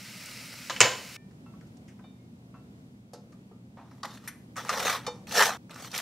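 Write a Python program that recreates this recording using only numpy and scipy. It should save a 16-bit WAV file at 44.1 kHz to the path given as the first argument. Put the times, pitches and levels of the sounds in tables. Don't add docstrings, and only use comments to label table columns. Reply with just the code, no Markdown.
import sys
import numpy as np
from scipy import signal
from scipy.fft import rfft, irfft, next_fast_len
from scipy.io import wavfile
from scipy.ndimage import uniform_filter1d, map_coordinates

SR = 44100
rng = np.random.default_rng(int(sys.argv[2]) if len(sys.argv) > 2 else 0)


def transcribe(signal):
    frames = np.atleast_2d(signal).T
    limited = np.clip(frames, -1, 1)
    pcm = np.round(limited * 32767).astype(np.int16)
    wavfile.write(sys.argv[1], SR, pcm)


N = 265349

TAIL_STOPS = [1.167, 5.572]
TOAST_FROM_S = 3.7

# (time [s], level [dB])
RUMBLE_LEVEL = [(0, -55.5), (1.1, -54), (1.3, -51.5), (2.4, -51), (3.7, -52.5), (5.3, -49), (6.02, -52.5)]
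# (frequency [Hz], relative level per Hz [dB])
RUMBLE_COLOUR = [(15, -54), (25, -42.5), (59, -18), (91, -10.5), (107, -13.5), (188, -4), (322, -14.5),
                 (359, -17.5), (457, -21.5), (1020, -31), (1140, -33), (2180, -35.5), (2560, -37),
                 (7920, -44.5), (15500, -52)]
# (centre [Hz], width [Hz], level [dB])
DRONES = [(126, 28, -61), (196, 30, -59.5), (248.7, 34, -61.5)]
# (frequency [Hz], peak level [dB])
MOTOR_HUM = (119, -56.5)

# (time [s], level [dB])
SIZZLE_LEVEL = [(0, -46), (.3, -45), (.6, -45), (1.16, -47)]
# (frequency [Hz], relative level per Hz [dB])
FRYING_COLOUR = [(290, -37.5), (500, -8), (629, -8), (770, -14.5), (914, -9.5), (1120, -13), (1240, -4.5),
                 (1770, -6.5), (2050, 0.5), (2890, -3), (3430, -9.5), (3910, -5), (5510, -3), (6010, -7.5),
                 (15500, -15.5)]
# (time [s], peak level [dB], pitch [Hz])
FAT_SPITS = [(.179, -35.5, 10000), (.26, -25, 8000), (.287, -29, 2410), (0.315, -29, 3800),
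             (.318, -31.5, 2200), (0.541, -26.5, 1800)]

# (time [s], strength [dB], body [Hz], crack against body [dB])
STOVE_BLOWS = [(.697, -21.5, 1302, -3.5), (.703, -23.5, 1289, -3), (0.762, -26.5, 1898, -25.5),
               (0.8045, -2, 1991, -1.5), (0.8065, -7, 1270, -4), (0.8121, -4.5, 1969, 4),
               (1.159, -37, 2017, -23)]
# (frequency [Hz], relative level per Hz [dB])
RATTLE_COLOUR = [(50, -43.5), (90, -11), (300, -11), (500, -6), (800, -5), (1010, -7), (1300, -8.5),
                 (2000, -3), (2700, -11), (3600, -9), (5500, -13), (7200, -12.5), (8800, -25.5),
                 (15500, -31)]
# (centre [Hz], width [Hz], relative level [dB])
STOVE_TOP = [(506, 71, -5), (1020, 28, -3), (1210, 29, -10.5), (1570, 6.5, -5.5), (2270, 18, -6),
             (2630, 100, -6.5), (2964, 130, -4), (4400, 41, -7), (4900, 49, -9.5), (5316, 81, -9.5),
             (6370, 55, -9.5), (6480, 94, -8), (7080, 210, -9), (8000, 28, -14)]
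# (frequency [Hz], level at a 0 dB blow [dB], 60 dB decay [s])
CABINET_BOOM = (120, -30, 0.21)

# (frequency [Hz], relative level [dB], listed 60 dB decay [s])
PLATE_TONES = [(490, -3, .2), (851, -9, .18), (1305, -4, .2), (1803, -5, .25), (2355, -7, .28),
               (2970, -12, .2), (3652, -4, .24), (4420, -8, .18), (5254, -8, .15), (6196, -12, .13),
               (7176, -12, .09), (8236, -22, .1)]
PAN_TONES = [(743.4, 3.5, 0.26), (1118, 7, 0.11), (1213, -2, 0.13), (1336, 4, 0.18), (1478, -6, 0.14),
             (2158, -17, 0.28), (2680, 2.5, 0.25)]
KNIFE_TONES = [(1222, 0, .11), (2659, -12, .1), (4150, -8, .05), (5480, -8, .08), (5780, -4, .04),
               (6050, -10, .14), (7200, -8, .06), (9000, -4, .12), (11300, -2, .12), (12900, -7, .08),
               (13700, -6, .1), (15200, -6, .08)]
# (time [s], strength [dB], centre [Hz], reach [octaves])
PLATE_HITS = [(1.168, -50, 2000, .3), (2.039, -55.5, 2880, 0.48), (3.133, -50.5, 636, 0.82),
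              (4.105, -44, 4850, .43), (5.065, -31.5, 4300, 1.16), (5.078, -27, 550, 1.03),
              (5.85, -53, 5300, .2), (5.915, -38, 5240, .37)]
PAN_HITS = [(1.462, -57, 1930, 0.56), (1.537, -64.5, 1150, 0.25), (1.621, -59, 1485, .11),
            (1.77, -64.5, 764, .16), (2.187, -53, 2176, .12), (2.542, -60.5, 1250, .99),
            (3.325, -56, 1218, .06), (3.514, -57.5, 1240, 0.063)]
KNIFE_HITS = [(3.133, -53, 9000, .6), (4.278, -36, 8500, 1.4), (4.282, -37.5, 8500, 1.4),
              (4.563, -36, 1215, .6), (4.692, -19.5, 1222, .9), (5.942, -43, 7000, .9),
              (5.978, -31.5, 10000, 1.1)]

# (time [s], strength [dB], body [Hz], crack against body [dB], 60 dB decay [s])
PLATE_KNOCKS = [(1.31, -55, 1192, -4, 0.035), (1.461, -53, 896, -29.5, 0.066), (1.537, -53, 1140, -22, .06),
                (1.61, -49.5, 1500, -5, 0.046), (1.67, -58, 1486, 4, 0.045), (1.769, -53, 755, 2, .04),
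                (1.878, -50, 2070, -3, .17), (1.991, -48, 960, -23, 0.074), (2.041, -46, 598, -20.5, .08),
                (2.54, -49, 956, -22, 0.2), (3.133, -35.5, 580, -4.5, 0.12),
                (3.322, -51, 1210, -1.5, 0.081), (3.512, -46, 498, -30, 0.081),
                (3.768, -42, 776, -31, 0.31), (3.912, -49, 970, -19.5, .07)]
# (time [s], strength [dB], body [Hz], crack [Hz], bounce delay [s])
KNIFE_LANDINGS = [(4.031, -24.5, 1032, 4030, .014), (4.275, -30, 1730, 10000, .008),
                  (4.565, -31.5, 1290, 6597, .013), (4.692, -18, 1250, 5100, .007),
                  (5.066, -25.5, 793, 5300, .013)]
# (time [s], strength [dB], body [Hz])
SNAPS_AND_LIGHT_TOUCHES = [(4.149, -46, 1510), (4.173, -43, 1800), (4.25, -53.5, 2760), (4.558, -41, 1510),
                           (4.612, -43, 1500), (4.649, -32, 1000), (4.685, -31.5, 2000), (4.802, -24, 1870),
                           (4.868, -17.5, 1860), (4.879, -18, 1530), (4.897, -19, 1503), (5.27, -38, 2500),
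                           (5.311, -32, 2190), (5.35, -23.5, 1710), (5.393, -11.5, 1540),
                           (5.404, -13, 1560), (5.423, -10.5, 1213), (5.432, -12.5, 1028),
                           (5.695, -41.5, 1400), (5.709, -37.5, 2940), (5.743, -43, 5980),
                           (5.759, -35.5, 1160), (5.787, -46, 2000), (5.845, -38, 880),
                           (5.915, -37.5, 5270), (5.942, -25, 2000), (5.949, -25.5, 3570),
                           (5.959, -26, 2476), (5.978, -23.5, 4630), (5.987, -27, 1990)]

# (time [s], scrape strength [dB])
KNIFE_STROKES = [
    [(3.78, -67.5), (3.84, -67), (4.02, -72)],
    [(4.05, -38), (4.07, -55), (4.158, -53.5), (4.21, -66), (4.27, -54.5)],
    [(4.57, -37.5), (4.64, -46.5), (4.685, -43.5)],
    [(4.7, -34.5), (4.756, -35), (4.848, -33), (4.875, -29.5), (4.948, -32.5), (5.016, -51), (5.06, -51.5)],
    [(5.27, -59), (5.354, -33), (5.372, -22), (5.422, -18.5), (5.454, -29.5), (5.544, -41.5),
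     (5.571, -48.5)],
    [(5.7, -54), (5.76, -51.5), (5.858, -47.5), (5.9, -59), (5.956, -41.5), (6.017, -42)],
]
# (frequency [Hz], relative level per Hz [dB])
TOAST_COLOUR = [(120, -37.5), (200, -13), (380, -6), (483, 7), (624, 2.5), (690, 6), (1600, -1.5),
                (1790, 2), (3920, -11.5), (6000, -29), (7800, -59), (13200, -120)]
EDGE_COLOUR = [(1470, -48), (2500, -16), (3450, -2), (4750, -4.5), (5790, -2.5), (6300, -5), (7450, -9),
               (7980, -6), (9370, -10.5), (13300, -7), (15500, -11.5)]
# (time [s], hollow of the toast [Hz], edge hiss over the scrape [dB])
BLADE_TRAVEL = [(3.78, 940, -16), (3.95, 940, -1.5), (4.07, 1200, -3.5), (4.26, 1200, -1.5),
                (4.6, 1300, -5.5), (4.75, 1240, -6.5), (4.88, 1480, -2), (5.06, 1150, -9),
                (5.27, 1300, 3.5), (5.354, 1670, 2), (5.42, 1150, -9), (5.455, 1090, 1), (5.55, 1079, -9),
                (5.75, 1100, -5), (5.82, 1450, -0.5), (5.9, 1030, 1.5), (6.017, 1500, 0)]

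# (frequency [Hz], likeness [-1 to 1])
NEAR_ALIKE = [(60, 0.99), (180, 1), (550, 0.99), (1650, 1), (4970, 0.84), (15000, -0.75)]
STOVE_ALIKE = [(60, 0.72), (180, 1), (550, 0.94), (1650, 0.99), (4970, 0.9), (15000, 0.23)]
AIR_ALIKE = [(60, 0.94), (180, 0.99), (550, 0.82), (1650, -0.8), (4970, -0.13), (15000, -0.2)]
# (frequency [Hz], 60 dB decay [s])
WALL_DECAY = [(200, 0.83), (1000, 0.372), (5000, 0.34), (12000, 0.49)]


def amp(db):
    return 10 ** (np.asarray(db) / 20)


def unit(x):
    return x / np.sqrt(np.mean(x ** 2) + 1e-20)


def along(points, hz):
    f, v = np.transpose(points)
    return np.interp(np.log(hz + 1), np.log(f + 1), v)


def wobble(rate):
    points = rng.standard_normal(int(N * rate / SR) + 4)
    return map_coordinates(points, [np.arange(N) * rate / SR])


def filtered(x, response):
    n = x.shape[-1]
    padded = next_fast_len(n + 8192)
    hz = np.fft.rfftfreq(padded, 1 / SR)
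    return irfft(rfft(x, padded) * response(hz), padded)[..., :n]


def resonance(hz, centre_hz, width_hz):
    swing = 1j * hz * width_hz
    return swing / (centre_hz ** 2 - hz ** 2 + swing + 1e-9)


def stereo_shares(alike, hz):
    angle = np.arccos(np.clip(along(alike, hz), -1, 1)) / 2
    return np.array([np.cos(angle), np.sin(angle)])


def pair(sources, spectrum, alike):
    mid, side = filtered(sources, lambda hz: amp(along(spectrum, hz)) * stereo_shares(alike, hz))
    return unit(np.array([mid + side, mid - side]))


def grainy(rate, spread_db, share):
    happens = rng.random(N) < rate / SR
    size = happens * amp(spread_db * np.minimum(rng.exponential(1, N), 4))
    gate = unit(signal.lfilter([1], [1, -.96], size))
    share = np.clip(share, 0, 1)
    return rng.standard_normal((2, N)) * (1 - share + share * gate)


def patchy(x, depth_db, tall=2, wide=10):
    z = signal.stft(x, nperseg=384)[2]
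    field = uniform_filter1d(rng.standard_normal(z.shape[1:]), size=tall, axis=0)
    field = uniform_filter1d(field, size=wide, axis=1)
    return signal.istft(z * amp(depth_db * unit(field)), nperseg=384)[1][:, :x.shape[1]]


def burst(t, body_hz, crack_db, t60, crack_hz, alike):
    fade = amp(-60 * t / max(t60, .002))
    rise = 1 - np.exp(-t / (.012 * t60))
    noise = rng.standard_normal((2, len(t))) * fade * rise

    def colour(hz):
        hump = resonance(hz, body_hz, .9 * body_hz) ** 2 * np.sqrt(SR / body_hz / 8)
        crack = amp(crack_db) * resonance(hz, crack_hz, .7 * crack_hz) ** 2
        return (hump + crack) * stereo_shares(alike, hz)

    mid, side = filtered(noise, colour)
    return np.array([mid + side, mid - side]) / np.abs(mid).max()


def ring(t, modes, centre_hz, reach, decay_factor):
    out = np.zeros((2, len(t)))
    for hz, db, t60 in modes:
        level_luck, ear_luck, phase = rng.standard_normal(3)
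        struck_db = db + 1.5 * level_luck - 6 * (np.log2(hz / centre_hz) / reach) ** 2
        ear_phase = np.array([[ear_luck], [-ear_luck]]) * hz / 12000
        fade = amp(struck_db - 60 * t / (t60 * decay_factor))
        out += fade * np.sin(2 * np.pi * hz * t + phase + ear_phase)
    return out * (1 - np.exp(-t / 0.00041))


def ringing(x, modes):
    def response(hz):
        muffle = hz ** 2 / (hz ** 2 + 2200 ** 2)
        return muffle * sum(amp(db) * resonance(hz, c, 6 / t60) for c, db, t60 in modes)

    return filtered(x, response)


def walls(x):
    hz, t, z = signal.stft(rng.standard_normal((2, SR // 2)), SR, nperseg=256)
    fade = amp(-60 * t / along(WALL_DECAY, hz)[:, None])
    tail = signal.istft(z * fade, SR, nperseg=256)[1]
    tail = pair(tail, [(20, 0)], NEAR_ALIKE)
    delayed = np.pad(x.mean(0), (300, 0))[None]
    return signal.fftconvolve(delayed, tail / np.linalg.norm(tail[0]), axes=1)


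def add(out, s, sound):
    start = round(s * SR)
    stop = round(min([c for c in TAIL_STOPS if c > s] + [N / SR]) * SR)
    n = min(sound.shape[1], stop - start)
    out[:, start:start + n] += sound[:, :n]


def kitchen():
    now = np.arange(N) / SR
    s, db = np.transpose(RUMBLE_LEVEL)
    level = amp(np.interp(now, s, db) + 1.2 * wobble(3.9))
    air = level * pair(rng.standard_normal((2, N)), RUMBLE_COLOUR, AIR_ALIKE)
    drones = np.zeros(N)
    for hz, width_hz, db in DRONES:
        narrow = filtered(rng.standard_normal(N), lambda f: resonance(f, hz, width_hz) ** 2)
        drones += amp(db) * unit(narrow)
    hum_hz, hum_db = MOTOR_HUM
    hum = amp(hum_db + 1.4 * wobble(5.3)) * np.sin(2 * np.pi * hum_hz * now)
    return air + drones + hum


def sizzle():
    s, db = np.transpose(SIZZLE_LEVEL)
    now = np.arange(N) / SR
    level = amp(np.interp(now, s, db) + 0.46 * wobble(6.3)) * (now < TAIL_STOPS[0])
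    bubbles = grainy(rate=1500., spread_db=2.5, share=.22)
    out = level * patchy(pair(bubbles, FRYING_COLOUR, STOVE_ALIKE), depth_db=1.0)
    t = np.arange(200) / SR
    for s, db, hz in FAT_SPITS:
        spit = amp(db - 60 * t / 0.0016) * np.sin(2 * np.pi * hz * t)
        add(out, s, spit * np.ones((2, 1)))
    return out


def stove_top(hz):
    return 1 + amp(11.5) * sum(amp(db) * resonance(hz, c, w) for c, w, db in STOVE_TOP)


def thick_metal(hz):
    x = hz / 8200
    return 1 / (1 + 1.85j * x - x ** 2) / (1 + .6j * x - x ** 2)


def bangs():
    crack_at_0db_hz, t60_at_0db_s = 6800, .013
    brighter_db, shorter_db = 22, 13
    rattle_db = -20
    boom_hz, boom_db, boom_t60 = CABINET_BOOM
    out, t = np.zeros((2, N)), np.arange(SR // 2) / SR
    rattle_fade = amp(-60 * t / 0.32) + amp(-18.5 - 60 * t / .9)
    rattle_shape = amp(rattle_db) * rattle_fade * (1 - np.exp(-t / 0.001))
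    boom = amp(boom_db - 60 * t / boom_t60) * np.sin(2 * np.pi * boom_hz * t) * (1 - np.exp(-t / .008))
    for s, db, body_hz, crack_db in STOVE_BLOWS:
        t60 = t60_at_0db_s * 2 ** (-db / shorter_db)
        crack_hz = crack_at_0db_hz * 2 ** (db / brighter_db)
        blow = filtered(burst(t, body_hz, crack_db, t60, crack_hz, STOVE_ALIKE), thick_metal)
        rattle = rattle_shape * pair(rng.standard_normal((2, len(t))), RATTLE_COLOUR, STOVE_ALIKE)
        add(out, s, amp(db) * (filtered(blow + rattle, stove_top) + boom))
    return out


def contacts():
    knock_crack_hz, sharper_db = 5540, 30
    land_t60_s, land_crack_db, bounce_db, bounce_crack_db = 0.055, -1.5, -4, -12
    snap_t60_s, snap_crack_db, snap_crack_hz = .028, -7.5, 6265
    touches = []
    for s, db, hz, crack_db, t60 in PLATE_KNOCKS:
        touches.append((s, db, hz, crack_db, t60, knock_crack_hz * 2 ** (crack_db / sharper_db)))
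    for s, db, hz, crack_hz, gap in KNIFE_LANDINGS:
        touches.append((s, db, hz, land_crack_db, land_t60_s, crack_hz))
        touches.append((s + gap, db + bounce_db, hz, bounce_crack_db, land_t60_s, crack_hz))
    for s, db, hz in SNAPS_AND_LIGHT_TOUCHES:
        touches.append((s, db, hz, snap_crack_db, snap_t60_s, snap_crack_hz))
    return touches


def taps():
    out, t = np.zeros((2, N)), np.arange(SR // 3) / SR
    for s, db, *colour in contacts():
        knock = amp(db) * burst(t, *colour, NEAR_ALIKE)
        if s > TOAST_FROM_S:
            knock = knock + amp(4) * ringing(knock, PLATE_TONES + KNIFE_TONES)
        add(out, s, knock)
        add(out, s, amp(-7) * walls(knock))
    struck = ((PLATE_TONES, PLATE_HITS, 1.6, 0.74),
              (PAN_TONES, PAN_HITS, 1.37, 1.37),
              (KNIFE_TONES, KNIFE_HITS, 0.58, 0.58))
    for modes, hits, free, held in struck:
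        for s, db, centre_hz, reach in hits:
            tone = amp(db) * ring(t, modes, centre_hz, reach, held if s > TOAST_FROM_S else free)
            add(out, s, tone)
            add(out, s, amp(-12.5) * walls(tone))
    return out


def scraping():
    now = np.arange(N) / SR
    s, hz, db = np.transpose(BLADE_TRAVEL)
    hollow_hz, hiss_db = np.interp(now, s, hz), np.interp(now, s, db)
    strength = np.zeros(N)
    for stroke in KNIFE_STROKES:
        s, db = np.transpose(stroke)
        on = np.clip(np.minimum(now - s[0], s[-1] + .004 - now) / .004, 0, 1)
        strength += on * amp(np.interp(now, s, db))
    clumps = amp(1.6 * wobble(120))
    crumbs = grainy(rate=1300., spread_db=4., share=.42)
    toast = patchy(pair(crumbs, TOAST_COLOUR, NEAR_ALIKE), depth_db=3.5)
    hollow = np.zeros((2, N))
    for c in (700, 950, 1300, 1750, 2400):
        nearness = np.exp(-(np.log2(hollow_hz / c) / 0.301) ** 2)
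        hollow += nearness * filtered(toast, lambda hz: resonance(hz, c, 0.28 * c))
    fine = 0.72 * unit(crumbs) + 0.59 * rng.standard_normal((2, N))
    edge = patchy(pair(fine, EDGE_COLOUR, NEAR_ALIKE), depth_db=3.5)
    scrape = clumps * strength * (unit(toast + 0.9 * hollow) + amp(hiss_db) * unit(edge))
    before = now < TAIL_STOPS[1]
    tones = PLATE_TONES + KNIFE_TONES
    rung = before * ringing(scrape * before, tones) + ringing(scrape * ~before, tones)
    return scrape + amp(3.5) * rung


def scene():
    return kitchen() + sizzle() + bangs() + taps() + scraping()


def record(dry):
    top_hz = 15700
    rounded = dry / (1 + np.abs(dry) ** 10) ** (1 / 10)
    return np.clip(filtered(rounded, lambda hz: hz < top_hz), -1, 1)


dry = scene()
out = record(dry)
transcribe(out)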